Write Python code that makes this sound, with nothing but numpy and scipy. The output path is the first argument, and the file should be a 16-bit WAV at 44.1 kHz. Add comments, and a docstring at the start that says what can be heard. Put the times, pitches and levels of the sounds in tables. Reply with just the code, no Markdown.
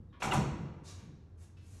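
"""A glass door knocks shut

A glass panel is pushed home and knocks twice on its metal frame, a few metres away in a tiled room.
Each knock is a cluster of contacts that ring the frame and click the fittings. A catch snaps, and
the heavy pane booms and shudders on. Shoes and clothes brush softly as a person turns away,
over a low drone, probably ventilation."""
import sys
import numpy as np
from scipy import signal
from scipy.fft import rfft, irfft
from scipy.io import wavfile
from scipy.ndimage import uniform_filter1d

SR = 44100
rng = np.random.default_rng(int(sys.argv[2]) if len(sys.argv) > 2 else 0)


def bounce(signal):
    """Save signal as a 16-bit WAV file at the path given by the first command-line argument."""
    frames = np.transpose(np.atleast_2d(signal))
    limited = np.clip(frames, -1, 1)
    pcm = np.round(limited * 32767).astype(np.int16)
    wavfile.write(sys.argv[1], SR, pcm)


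N = 79380

# The panel meets the frame. Each row: start in seconds, then knock, click, clack and extra bass in dB.
CONTACTS = [(0.22, -1.5, -9, -1, -4.5), (0.226, -4.5, 3, -9, -2.5), (0.241, 2.5, 0, -7, -1.5),
            (0.275, -3, -20.5, -17.5, 2), (0.311, -8.5, -19.5, -10, 0), (0.320, 2.5, -3, -1, 1),
            (0.333, -2, 2, -18, 3), (0.343, -1.5, 0.5, -14.5, 3)]
# How the panel's edge loses treble. Each row: frequency in Hz, gain in dB.
EDGE_SOFTNESS = [(3500, -0.5), (7000, -20.5)]
DOOR_DIRECT_DB = -18.5  # sound straight from the door, compared with its echo


def knocks():
    """Each contact cracks, clicks the fittings and rings the frame; heavier ones bring out more bass."""
    # The tone of a knock and of a click. Each row: frequency in Hz, gain in dB.
    knock_tone = [(100, -5.5), (250, -1), (550, -5), (850, -2.5), (1300, -5), (1750, -12.5), (2650, -17),
                  (3100, -16), (4400, -19), (7000, -32), (13000, -45.5)]
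    click_tone = [(1500, -24.5), (3200, -27.5), (4500, 1.5), (4850, -18.5), (5400, -0.5), (7500, -2.5),
                  (9500, -13.5), (12500, -17.5)]
    # The frame's notes. Each row: pitch in Hz, level in dB, seconds to fade by 60 dB.
    frame_notes = [(328, -3, 1), (380.4, -6.5, 0.8), (482.5, -8, 0.91), (648, -6.5, 0.74),
                   (769.3, 4.5, 0.47), (800.6, 1, 0.43), (838, 0.5, 0.38), (891, 0, 0.35),
                   (947, -1.5, 0.18), (983, 2.5, 0.36), (1226, -5.5, 0.58), (1353, -4, 0.19),
                   (2482, -11.5, 0.55)]
    t, body, clicks, rings = clock(), 0, 0, 0
    for start, knock_db, click_db, _, bass_db in CONTACTS:
        bass_gain = [(706, bass_db), (1290, 0)]  # full effect below 706 Hz, none above 1290 Hz
        crack = rng.standard_normal(N) * np.exp(-t / .003)
        crack = undb(-18.5) * crack / np.sqrt(np.sum(crack ** 2))
        hit = delay(room(DOOR_DIRECT_DB) + crack, start)
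        body += undb(knock_db) * colour(hit, bass_gain)
        clicks += undb(click_db) * hit
        notes = [(hz, db + lookup(bass_gain, hz), fade_s) for hz, db, fade_s in frame_notes]
        ringing = ring(notes, wander_hz=7.98) * rise(0.0019)
        rings += undb(knock_db) * delay(ringing, start)
    return undb(6) * colour(body, knock_tone) + undb(-6.5) * colour(clicks, click_tone) + undb(-46) * rings


def pane():
    """Soft pushes set the heavy pane swinging, and the room booms with it."""
    # The pane swings against its stops. Each row: start in seconds, level in dB, push time in seconds.
    thumps = [(0.002, -26, 0.00077), (0.23, -13, 0.012), (0.272, -14, 0.0054), (0.349, 1.5, 0.011),
              (0.45, -13, 0.004), (0.525, -13, 0.0024), (0.592, -10, 0.0043), (0.795, -27.5, 0.0074),
              (1.014, -20, 0.016), (1.069, -23, 0.0066)]
    # The pane's notes. Each row: pitch in Hz, level in dB, seconds to fade by 60 dB.
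    pane_notes = [(59.3, -12.5, 1), (68.3, -14, 1.0), (100.3, 4.5, 0.16), (139.26, 2.5, 0.37),
                  (163.6, 0, .42), (208.75, -1.5, 0.42), (312, -13, 0.3)]
    # The tone of the boom. Each row: frequency in Hz, gain in dB.
    boom_tone = [(20, -47.5), (40, -14.5), (60, 7), (100, 2.5), (150, 12.5), (220, 2), (320, -1.5),
                 (500, -8), (1000, -51.5)]
    ringing, boom = 0, 0
    for start, db, push_s in thumps:
        swell = undb(db) * rise(push_s)
        ringing += delay(swell * ring(pane_notes, wander_hz=1.6), start)
        boom += delay(swell * room(DOOR_DIRECT_DB), start)
    return undb(-27.5) * ringing + undb(13.5) * colour(boom, boom_tone)


def clacks():
    """The metal edge chatters for a few milliseconds at each contact."""
    # Where the edge rings. Each row: pitch in Hz, width in Hz, level in dB.
    edge_peaks = [(818, 113, 2.5), (958, 120, 2), (1357, 157, 0), (2020, 220, -5.5), (2360, 240, -1.5),
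                  (2714, 103, -4.5), (3450, 180, -21)]
    shape = undb(-27) * pulse(rise_s=0.0018, fall_s=0.009)
    out = sum(delay(undb(db) * shape * resonant(edge_peaks), start) for start, _, _, db, _ in CONTACTS)
    out = colour(out, EDGE_SOFTNESS)
    return out + undb(-1) * convolve(out, room(DOOR_DIRECT_DB))


def catch():
    """The metal catch pings as it is forced aside, then snaps home."""
    # Its moves. Each row: start in seconds, level in dB, pitch in Hz, width in Hz, fall in seconds.
    moves = [(0.311, -29.5, 2760, 161, 0.0069), (0.316, -37.5, 3600, 450, 0.0043),
             (0.333, -40, 8500, 3200, 0.011)]
    out = 0
    for start, db, hz, width, fall_s in moves:
        band = [(hz - 1.8 * width, -40), (hz - width / 2, -3), (hz, 0),
                (hz + width / 2, -3), (hz + 3 * width, -40)]
        out += delay(undb(db) * pulse(0.0023, fall_s) * noise(band), start)
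    return out + undb(-9) * convolve(out, room(DOOR_DIRECT_DB))


def tap():
    """The loose panel squeaks faintly in its guide and taps it once as it is pushed."""
    # Where the tap rings. Each row: pitch in Hz, width in Hz, level in dB.
    tap_peaks = [(274, 31, 2.5), (1100, 110, -2.5), (1700, 350, -10), (3350, 400, -13), (5600, 1200, -23)]
    burst = pulse(rise_s=0.0051, fall_s=0.021) * colour(resonant(tap_peaks), EDGE_SOFTNESS)
    burst = delay(undb(-53) * burst, seconds=0.126)
    squeak_time = clock() - 0.11  # zero where the squeak is loudest
    squeak_hz = (3690 - 9200 * squeak_time) * (1 + 0.016 * wobble(370))
    squeak = undb(-80) * np.exp(-(squeak_time / .014) ** 2) * sine(squeak_hz)
    return convolve(burst + squeak, room(direct_db=-2.3))


def brushes():
    """The door seal, then shoes and clothes, slide: uneven rubbing noise that swells and dies away."""
    # The strokes. 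Each row: start, rise and fall in seconds, swish and dull rub in dB,
    # extra slope of the swish in dB per octave.
    strokes = [(0.199, 0.013, 0.0056, -50, -42, -3), (0.833, 0.054, 0.032, -49.5, -55, -5.5),
               (0.96, 0.034, 0.034, -70.5, -59.5, 13), (1.371, 0.065, 0.008, -61, -63, 3),
               (1.599, 0.13, 0.35, -63, -69, 3), (1.733, 0.0045, 0.012, -62, -62.5, 0)]
    # The tone of the swish and of the rub. Each row: frequency in Hz, gain in dB.
    swish_tone = [(1000, -25), (2800, -21.5), (3800, -4), (4800, -6), (6300, 1.5), (8000, -3.5),
                  (10000, -5.5), (12500, -14.5)]
    rub_tone = [(150, -26), (400, 7.5), (900, 4.5), (1500, 3), (2500, 2), (4500, -6.5), (9000, -45)]
    t, out = clock(), 0
    for start, rise_s, fall_s, swish_db, rub_db, slope in strokes:
        swell = np.clip((t - start) / rise_s, 0, 1) ** 0.72
        fade = np.exp(-np.maximum(t - start - rise_s, 0) / fall_s)
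        swish = noise([(hz, db + slope * np.log2(hz)) for hz, db in swish_tone])
        flutter = undb(0.69 * wobble(99))
        out += swell * fade * flutter * (undb(swish_db) * swish + undb(rub_db) * noise(rub_tone))
    return undb(-4.5) * convolve(out, room(direct_db=-6))


def scrapes():
    """A turning sole sticks and slips on the tiles in short, grainy strokes."""
    # The slips. Each row: start in seconds, level in dB, fall in seconds.
    slips = [(1.566, -69.5, 0.05), (1.604, -72, .016), (1.622, -71, .018)]
    # Where the sole rings. Each row: pitch in Hz, width in Hz, level in dB.
    sole_peaks = [(890, 500, -5.5), (1860, 700, -4), (2650, 480, -0.5), (3390, 300, -2), (4100, 400, -2),
                  (5320, 350, -3)]
    out = 0
    for start, db, fall_s in slips:
        grain = undb(3 * wobble(400))
        out += delay(undb(db) * pulse(.006, fall_s) * grain * resonant(sole_peaks), start)
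    return convolve(out, room(direct_db=-2))


def ventilation():
    """A fan's wavering hum, with a narrow drone around it, in a low rush of air."""
    # The tone of the moving air. Each row: frequency in Hz, gain in dB.
    air_tone = [(20, -21.5), (40, -4), (62, -1), (100, 0), (140, -5.5), (220, -10), (380, -15.5),
                (600, -27), (1200, -32), (2500, -44.5), (6000, -51.5), (13000, -62.5)]
    hum_hz, drone_hz, drone_width_hz = 87.5, 89, 17
    drone = shaped_noise(1 / (1 + ((frequencies() - drone_hz) / (drone_width_hz / 2)) ** 2))
    hum = sine(hum_hz * (1 + .03 * wobble(7.98))) * undb(3.5 * wobble(13))
    return undb(-59) * unit(hum) + undb(-55) * drone + undb(-57.5) * noise(air_tone)


def room(direct_db):
    """How the tiled room answers a click: direct sound, strong early echoes, a long tail that dulls."""
    # How long the echo lasts. Each row: frequency in Hz, seconds to fade by 60 dB.
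    fade_times = [(60, 0.78), (200, 1.25), (500, 1.285), (1200, 1.176), (2500, 1.02), (5000, 0.85),
                  (8000, 0.59), (12000, 0.37)]
    t, tail = clock(), 0
    spectrum = rfft(rng.standard_normal(N))
    centres = 40 * 2 ** np.arange(0, 9.5, .5)  # bands half an octave apart, in Hz
    for hz, pick in zip(centres, np.eye(len(centres))):
        band = lookup(np.column_stack([centres, pick]), frequencies())
        tail += irfft(spectrum * band, N) * undb(-60 * t / lookup(fade_times, hz))
    tail *= 1 + undb(0.5) * np.exp(-t / 0.063)  # early echoes
    tail /= np.sqrt(np.sum(tail ** 2))
    tail[0] += undb(direct_db)
    return tail


def ring(notes, wander_hz):
    """The fading notes of a struck part; it sits loosely, so each one wanders in pitch."""
    t = clock()
    return sum(undb(db - 60 * t / fade_s) * sine(hz + wander_hz * wobble(40.2))
               for hz, db, fade_s in notes)


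def resonant(peaks):
    """Noise that is strongest around the given pitches."""
    f = frequencies()[1:]
    power = sum(undb(db) ** 2 / (1 + ((f / hz - hz / f) * hz / width) ** 2) for hz, width, db in peaks)
    return shaped_noise(np.sqrt(np.append(0, power)))


def noise(tone):
    """Steady noise that follows a tone table."""
    return shaped_noise(undb(lookup(tone, frequencies())))


def shaped_noise(gains):
    """Noise with one gain for each frequency, scaled to strength 1."""
    return unit(irfft(rfft(rng.standard_normal(N)) * gains, N))


def colour(x, tone):
    """Filter a sound by a tone table, so that nothing rings before the sound starts."""
    cepstrum = irfft(np.log(undb(lookup(tone, frequencies()))), N)
    cepstrum[1:N // 2] *= 2
    cepstrum[N // 2 + 1:] = 0
    return convolve(x, irfft(np.exp(rfft(cepstrum)), N))


def wobble(rate):
    """A smooth random curve of strength 1 that changes about `rate` times a second."""
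    hold = int(SR / rate)
    steps = np.repeat(rng.standard_normal(N // hold + 1), hold)
    return unit(uniform_filter1d(uniform_filter1d(steps, hold), hold)[:N])


def lookup(points, hz):
    """Read between a table's rows, with octaves evenly spaced."""
    f, values = np.array(points).T
    return np.interp(np.log(np.maximum(hz, 1)), np.log(f), values)


def rise(seconds):
    return 1 - np.exp(-clock() / seconds)


def pulse(rise_s, fall_s):
    return rise(rise_s) * np.exp(-clock() / fall_s)


def sine(hz):
    return np.sin(2 * np.pi * np.cumsum(hz) / SR)


def delay(x, seconds):
    return np.concatenate([np.zeros(int(seconds * SR)), x])[:N]


def convolve(a, b):
    return signal.fftconvolve(a, b)[:N]


def undb(db):
    return 10 ** (np.asarray(db) / 20)


def unit(x):
    return x / np.sqrt(np.mean(x ** 2))


def clock():
    return np.arange(N) / SR


def frequencies():
    return np.fft.rfftfreq(N, 1 / SR)


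def scene():
    """The door, the person and the ventilation together in one channel."""
    return (tap() + knocks() + clacks() + catch() + pane() + brushes() + scrapes() + ventilation())[None]


def record(dry):
    """Cut the treble above 12500 Hz."""
    return signal.sosfilt(signal.ellip(8, .2, 70, 12500, fs=SR, output="sos"), dry)


dry = scene()
out = record(dry)
bounce(out)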